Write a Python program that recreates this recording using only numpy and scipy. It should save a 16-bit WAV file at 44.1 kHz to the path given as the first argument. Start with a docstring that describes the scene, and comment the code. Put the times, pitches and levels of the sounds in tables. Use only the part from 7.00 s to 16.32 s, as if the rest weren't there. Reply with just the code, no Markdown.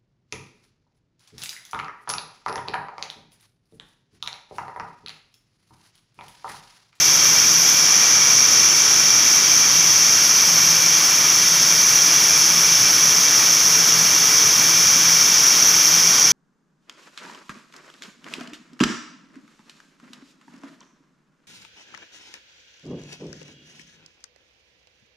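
"""Spinning hall, in the aisle between rows of steadily running rotor spinning machines.
Hundreds of rotor bearings sing together near 6 kHz. Air hisses and whistles at the nearest yarn
nozzles, and a thread adds a thin whistle. Behind them: roar of suction air, ringing housings,
hum of the drives. Single sources swell and fade as the listener drifts along the row."""
import sys
import numpy as np
from scipy import signal
from scipy.fft import rfft, irfft, next_fast_len
from scipy.io import wavfile
from scipy.ndimage import map_coordinates

SR = 44100
rng = np.random.default_rng(int(sys.argv[2]) if len(sys.argv) > 2 else 0)


def log_audio(samples):
    """Write samples as a 16-bit WAV file to the path given in sys.argv[1]."""
    # one column per channel
    frames = np.atleast_2d(samples).T
    # limit to full scale, then quantise
    limited = np.clip(frames, -1, 1)
    pcm = np.round(limited * 32767).astype(np.int16)
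    wavfile.write(sys.argv[1], SR, pcm)


N = 411012
TIME_S = np.arange(N) / SR
FFT_SIZE = next_fast_len(N)
FREQ_HZ = np.fft.rfftfreq(FFT_SIZE, 1 / SR)

# rotor and bearing resonances: (frequency [Hz], width [Hz], peak density [dB/Hz])
ROTOR_MODES = [(4914, 306, -54), (5395, 180, -48), (5600, 210, -47.5), (5796, 236, -44.5),
               (6174, 292, -45.5), (6694, 330, -56), (7120, 440, -64.5)]
# pitch clusters of single rotors: (centre [Hz], spread [Hz], cluster level [dB])
ROTOR_CLUSTERS = [(5400, 70, -29.5), (5850, 70, -27.5), (6130, 75, -29.5)]
# rotor chorus along the row, used about its mean: (time [s], level [dB])
CHORUS_CURVE = [(0, -14.2), (1.4, -13.8), (3.1, -14), (4.2, -15), (5.3, -14.5), (6.5, -14.9), (7.4, -14.8),
                (8.3, -14.5), (9.32, -14.5)]
# air drawn into the nearest nozzles: (frequency [Hz], density [dB/Hz])
INTAKE_SPECTRUM = [(4000, -97), (7900, -72), (8500, -82), (9600, -68), (10300, -66.5), (10900, -64.5),
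                   (11400, -69.5), (12100, -67.5), (13400, -84), (15400, -82)]
# finest air spray, beamed out of the nozzles: (frequency [Hz], density [dB/Hz])
SPRAY_SPECTRUM = [(5000, -93), (8000, -76), (11000, -76), (12200, -69.5), (13400, -74.5), (15400, -70.5)]
# how openly the nozzles face the listener, used about its mean: (time [s], level [dB])
FACING_CURVE = [(0, -40.5), (1.3, -42.5), (3.0, -40.9), (3.6, -39.2), (4.7, -38.7), (8.2, -38), (9.32, -40)]
# single nozzle whistles: (start [s], length [s], frequency [Hz], width [Hz], level [dB])
NOZZLE_WHISTLES = [(-.3, 1.2, 12280, 240, -37), (2.05, 1.8, 11960, 200, -40), (3.25, .65, 12350, 400, -39),
                   (8.55, 0.57, 12270, 260, -35.5)]
# suction air and belts, blended by the hall: (frequency [Hz], density [dB/Hz])
ROAR_SPECTRUM = [(25, -93), (48, -85), (80, -74), (122, -61), (195, -64), (250, -63), (450, -65.5),
                 (720, -65), (930, -62), (1250, -58.5), (1800, -60.5), (2900, -66), (4000, -72),
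                 (8000, -80), (16000, -95)]
# rotor housing and cover resonances: (frequency [Hz], width [Hz], peak density [dB/Hz])
HOUSING_MODES = [(1960, 92, -62), (2273, 164, -59), (2737, 105, -58), (3286, 307, -57), (3750, 180, -61),
                 (4220, 140, -63), (4503, 294, -58.5)]
# motors, fans and gears: (frequency [Hz], level [dB], waver rate [Hz])
DRIVE_HUMS = [(80, -68, 2), (100.2, -71, 1.5), (150, -54, 1.5), (329.5, -49, 5.7), (1704, -52, 0.7),
              (1700, -55, .6), (1904, -53, .6), (2600, -54, .6), (3604, -59, 0.65)]
# inverter whine with side tones from the motor field: (frequency [Hz], level [dB])
INVERTER_TONES = [(5436.3, -33), (5512, -51), (10796.7, -54), (10872.3, -44), (10948, -58), (11023.7, -65)]

# aisle zones where a source stands out or falls away: (time [s], half length [s], change [dB])
NEAR_ROTOR_ZONE, YARN_ZONE = (8.7, 1.0, 8), (4.6, 0.4, 4)
RUMBLE_ZONE, COVER_ZONE = (5.5, 1.9, 2), (6.8, 0.66, -2.5)
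FAN_ZONE, GEARBOX_ZONE = (1.7, 0.69, -9), (6.8, 0.8, 8.4)
INVERTER_ZONE, FAR_MOTOR_ZONE = (5.4, 1.0, 7.5), (9.4, 0.4, 12)


def rotors(per_cluster=24, line_width_hz=7, near_db=-32.5, near_db_per_db=4):
    """Far rotors merge into a ringing hiss; each near one adds a narrow, unsteady line."""
    line_power = np.zeros(len(FREQ_HZ))
    for hz, spread_hz, db in ROTOR_CLUSTERS:
        pitches_hz = hz + spread_hz * rng.standard_normal(per_cluster)
        power = sum(1 / (1 + ((FREQ_HZ - pitch) / line_width_hz) ** 2) ** 2 for pitch in pitches_hz)
        line_power += gain(db) ** 2 * power / (power.sum() * FREQ_HZ[1])
    chorus_db = curve_db(CHORUS_CURVE)
    chorus = noise(np.sqrt(resonances(ROTOR_MODES) ** 2 + line_power)) * gain(chorus_db)
    nearest = noise_band(hz=5820, width_hz=85)
    return chorus + nearest * gain(near_db + near_db_per_db * chorus_db + zone_db(*NEAR_ROTOR_ZONE))


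def nozzles(intake_db_per_db=0.18, spray_db_per_db=1.15, fade_s=0.13):
    """Fluttering air hiss and brief breathy whistles; the lower hiss bends round covers, varying least."""
    facing_db = curve_db(FACING_CURVE)
    intake = noise(spectrum(INTAKE_SPECTRUM)) * gain(intake_db_per_db * facing_db)
    spray = noise(spectrum(SPRAY_SPECTRUM)) * gain(spray_db_per_db * facing_db)
    air = (intake + spray) * gain(0.69 * drift(25))
    for start_s, length_s, hz, width_hz, db in NOZZLE_WHISTLES:
        inside_s = np.minimum(TIME_S - start_s, start_s + length_s - TIME_S)
        air += gain(db) * np.clip(inside_s / fade_s, 0, 1) * noise_band(hz, width_hz)
    return air


def yarn(settled_hz=14925, drop_hz=560, drop_at_s=2.05, settle_s=0.07, base_db=-45):
    """Thin whistle: drops once as the thread tension eases, wanders and trembles with that tension."""
    taut = 0.5 - 0.5 * np.tanh((TIME_S - drop_at_s) / settle_s)
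    wander_hz = 22 * drift(1.2)
    tremble_hz = 12 * drift(18)
    hz = settled_hz + drop_hz * taut + wander_hz + tremble_hz
    db = base_db + 1.3 * curve_db(FACING_CURVE) + zone_db(*YARN_ZONE) + drift(1.5)
    return gain(db) * tone(hz, waver_hz=30, echo_share=0.45)


def suction(crossover_hz=125, rumble_db=-1.4):
    """Roar of air and belts; its lumpy bass gathers in one zone of the aisle."""
    bass_share = 1 / (1 + (FREQ_HZ / crossover_hz) ** 6)
    rumble = noise(spectrum(ROAR_SPECTRUM) * np.sqrt(bass_share))
    rumble *= gain(rumble_db + zone_db(*RUMBLE_ZONE) + 2.6 * drift(8))
    roar = noise(spectrum(ROAR_SPECTRUM) * np.sqrt(1 - bass_share)) * gain(0.36 * drift(5.1))
    return rumble + roar


def housings(cover_db=-32.7, fade_db_per_s=0.08):
    """Housings ring, fluttering as the bobbins roll; the nearest cover fades as the listener leaves."""
    ringing = noise(resonances(HOUSING_MODES)) * gain(0.58 * drift(13))
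    slow_db = cover_db - fade_db_per_s * TIME_S + zone_db(*COVER_ZONE) + 0.5 * drift(1.2)
    cover = noise_band(hz=2349, width_hz=110) * gain(slow_db + 1.3 * drift(17))
    return ringing + cover


def drives():
    """Wavering hum of motors, fans and gears; a gearbox and a motor of the far row stand out in turn."""
    hum = sum(gain(db) * tone(hz, waver_hz, echo_share=0.73) for hz, db, waver_hz in DRIVE_HUMS)
    gearbox = gain(-53 + zone_db(*GEARBOX_ZONE)) * tone(hz=444, waver_hz=4.5, echo_share=0.19)
    far_motor = gain(-53 + zone_db(*FAR_MOTOR_ZONE)) * tone(hz=1122, waver_hz=2.8, echo_share=0.45)
    return hum + gearbox + far_motor


def inverter(beamed_above_hz=8000):
    """Thin whine; only the upper octave is beamed enough to change along the aisle."""
    beam_db = zone_db(*INVERTER_ZONE)
    return sum(gain(db + beam_db * (hz > beamed_above_hz)) * tone(hz, waver_hz=3.6, echo_share=0.1)
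               for hz, db in INVERTER_TONES)


def fans(hz=165.2, beat_hz=0.95, in_step_s=0.57, first_db=-42.5, second_relative_db=-8.5):
    """Two suction fans at nearly the same speed beat slowly."""
    beat = abs(1 + gain(second_relative_db) * np.exp(2j * np.pi * beat_hz * (TIME_S - in_step_s)))
    return gain(first_db + zone_db(*FAN_ZONE)) * beat * tone(hz, waver_hz=10, echo_share=0.27)


def aisle(x, count=6, echo_gain=0.075, sway_s=2.5e-5):
    """Floor and machine fronts reflect the sound; the listener sways, shifting the comb colour."""
    echoes = np.zeros(N)
    for delay_s in rng.uniform(0.003, 0.025, count):
        emitted_s = TIME_S - delay_s - sway_s * drift(0.74)
        echoes += map_coordinates(x, [emitted_s * SR], order=2, mode="mirror")
    return (x + echo_gain * echoes) / np.sqrt(1 + count * echo_gain ** 2)


def tone(hz, waver_hz, echo_share):
    """A tone plus its hall echoes; the sum swells and fades."""
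    phase_rad = 2 * np.pi * (np.cumsum(hz * np.ones(N)) / SR + rng.random())
    echoes = drift(waver_hz) * np.cos(phase_rad) + drift(waver_hz) * np.sin(phase_rad)
    return np.sqrt(2 * (1 - echo_share)) * np.cos(phase_rad) + np.sqrt(echo_share) * echoes


def noise(density):
    """Noise of the given amplitude per root Hz."""
    return irfft(rfft(rng.standard_normal(FFT_SIZE)) * density, FFT_SIZE)[:N] * np.sqrt(SR / 2)


def noise_band(hz, width_hz):
    """Noise through one resonance, rms 1."""
    return unit_rms(noise(resonances([(hz, width_hz, 0)])))


def spectrum(points):
    """Amplitude per bin from (frequency [Hz], density [dB/Hz]), joined on a log-frequency axis."""
    hz, db = np.transpose(points)
    return gain(np.interp(np.log(FREQ_HZ + 1), np.log(hz), db))


def resonances(modes):
    """Amplitude per bin of steep-sided resonances; powers add."""
    peaks = (gain(db) / (1 + (np.sqrt(2) - 1) * (2 * (FREQ_HZ - hz) / width_hz) ** 2)
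             for hz, width_hz, db in modes)
    return np.sqrt(sum(peak ** 2 for peak in peaks))


def drift(rate_hz, size=4096):
    """Random motion up to about rate_hz, rms 1."""
    hz = np.fft.rfftfreq(size, TIME_S[-1] / size)
    slow = irfft(rfft(rng.standard_normal(size)) * (hz > 0) / (1 + (hz / rate_hz) ** 4))
    return np.interp(TIME_S, np.linspace(0, TIME_S[-1], size), unit_rms(slow))


def curve_db(points):
    """Curve through (time [s], level [dB]), mean removed."""
    db = np.interp(TIME_S, *np.transpose(points))
    return db - db.mean()


def zone_db(centre_s, half_length_s, change_db):
    """Level change while the listener crosses one zone."""
    return change_db / (1 + ((TIME_S - centre_s) / half_length_s) ** 4)


def gain(db):
    return 10 ** (np.asarray(db) / 20)


def unit_rms(x):
    return x / np.sqrt(np.mean(abs(x) ** 2) + 1e-20)


def scene():
    """All machines, the same in both ears."""
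    mix = suction() + housings() + aisle(rotors() + nozzles()) + drives() + inverter() + fans() + yarn()
    return np.array([mix, mix])


def record(dry, ceiling=0.75, cutoff_hz=15520):
    """Soft limit on the rare highest peaks, then a steep low-pass."""
    rounded = dry / (1 + (dry / ceiling) ** 8) ** (1 / 8)
    lowpass = signal.firwin(1023, cutoff_hz, window=("kaiser", 9), fs=SR)
    return signal.oaconvolve(rounded, lowpass[None], "same")


dry = scene()
out = record(dry)
log_audio(out)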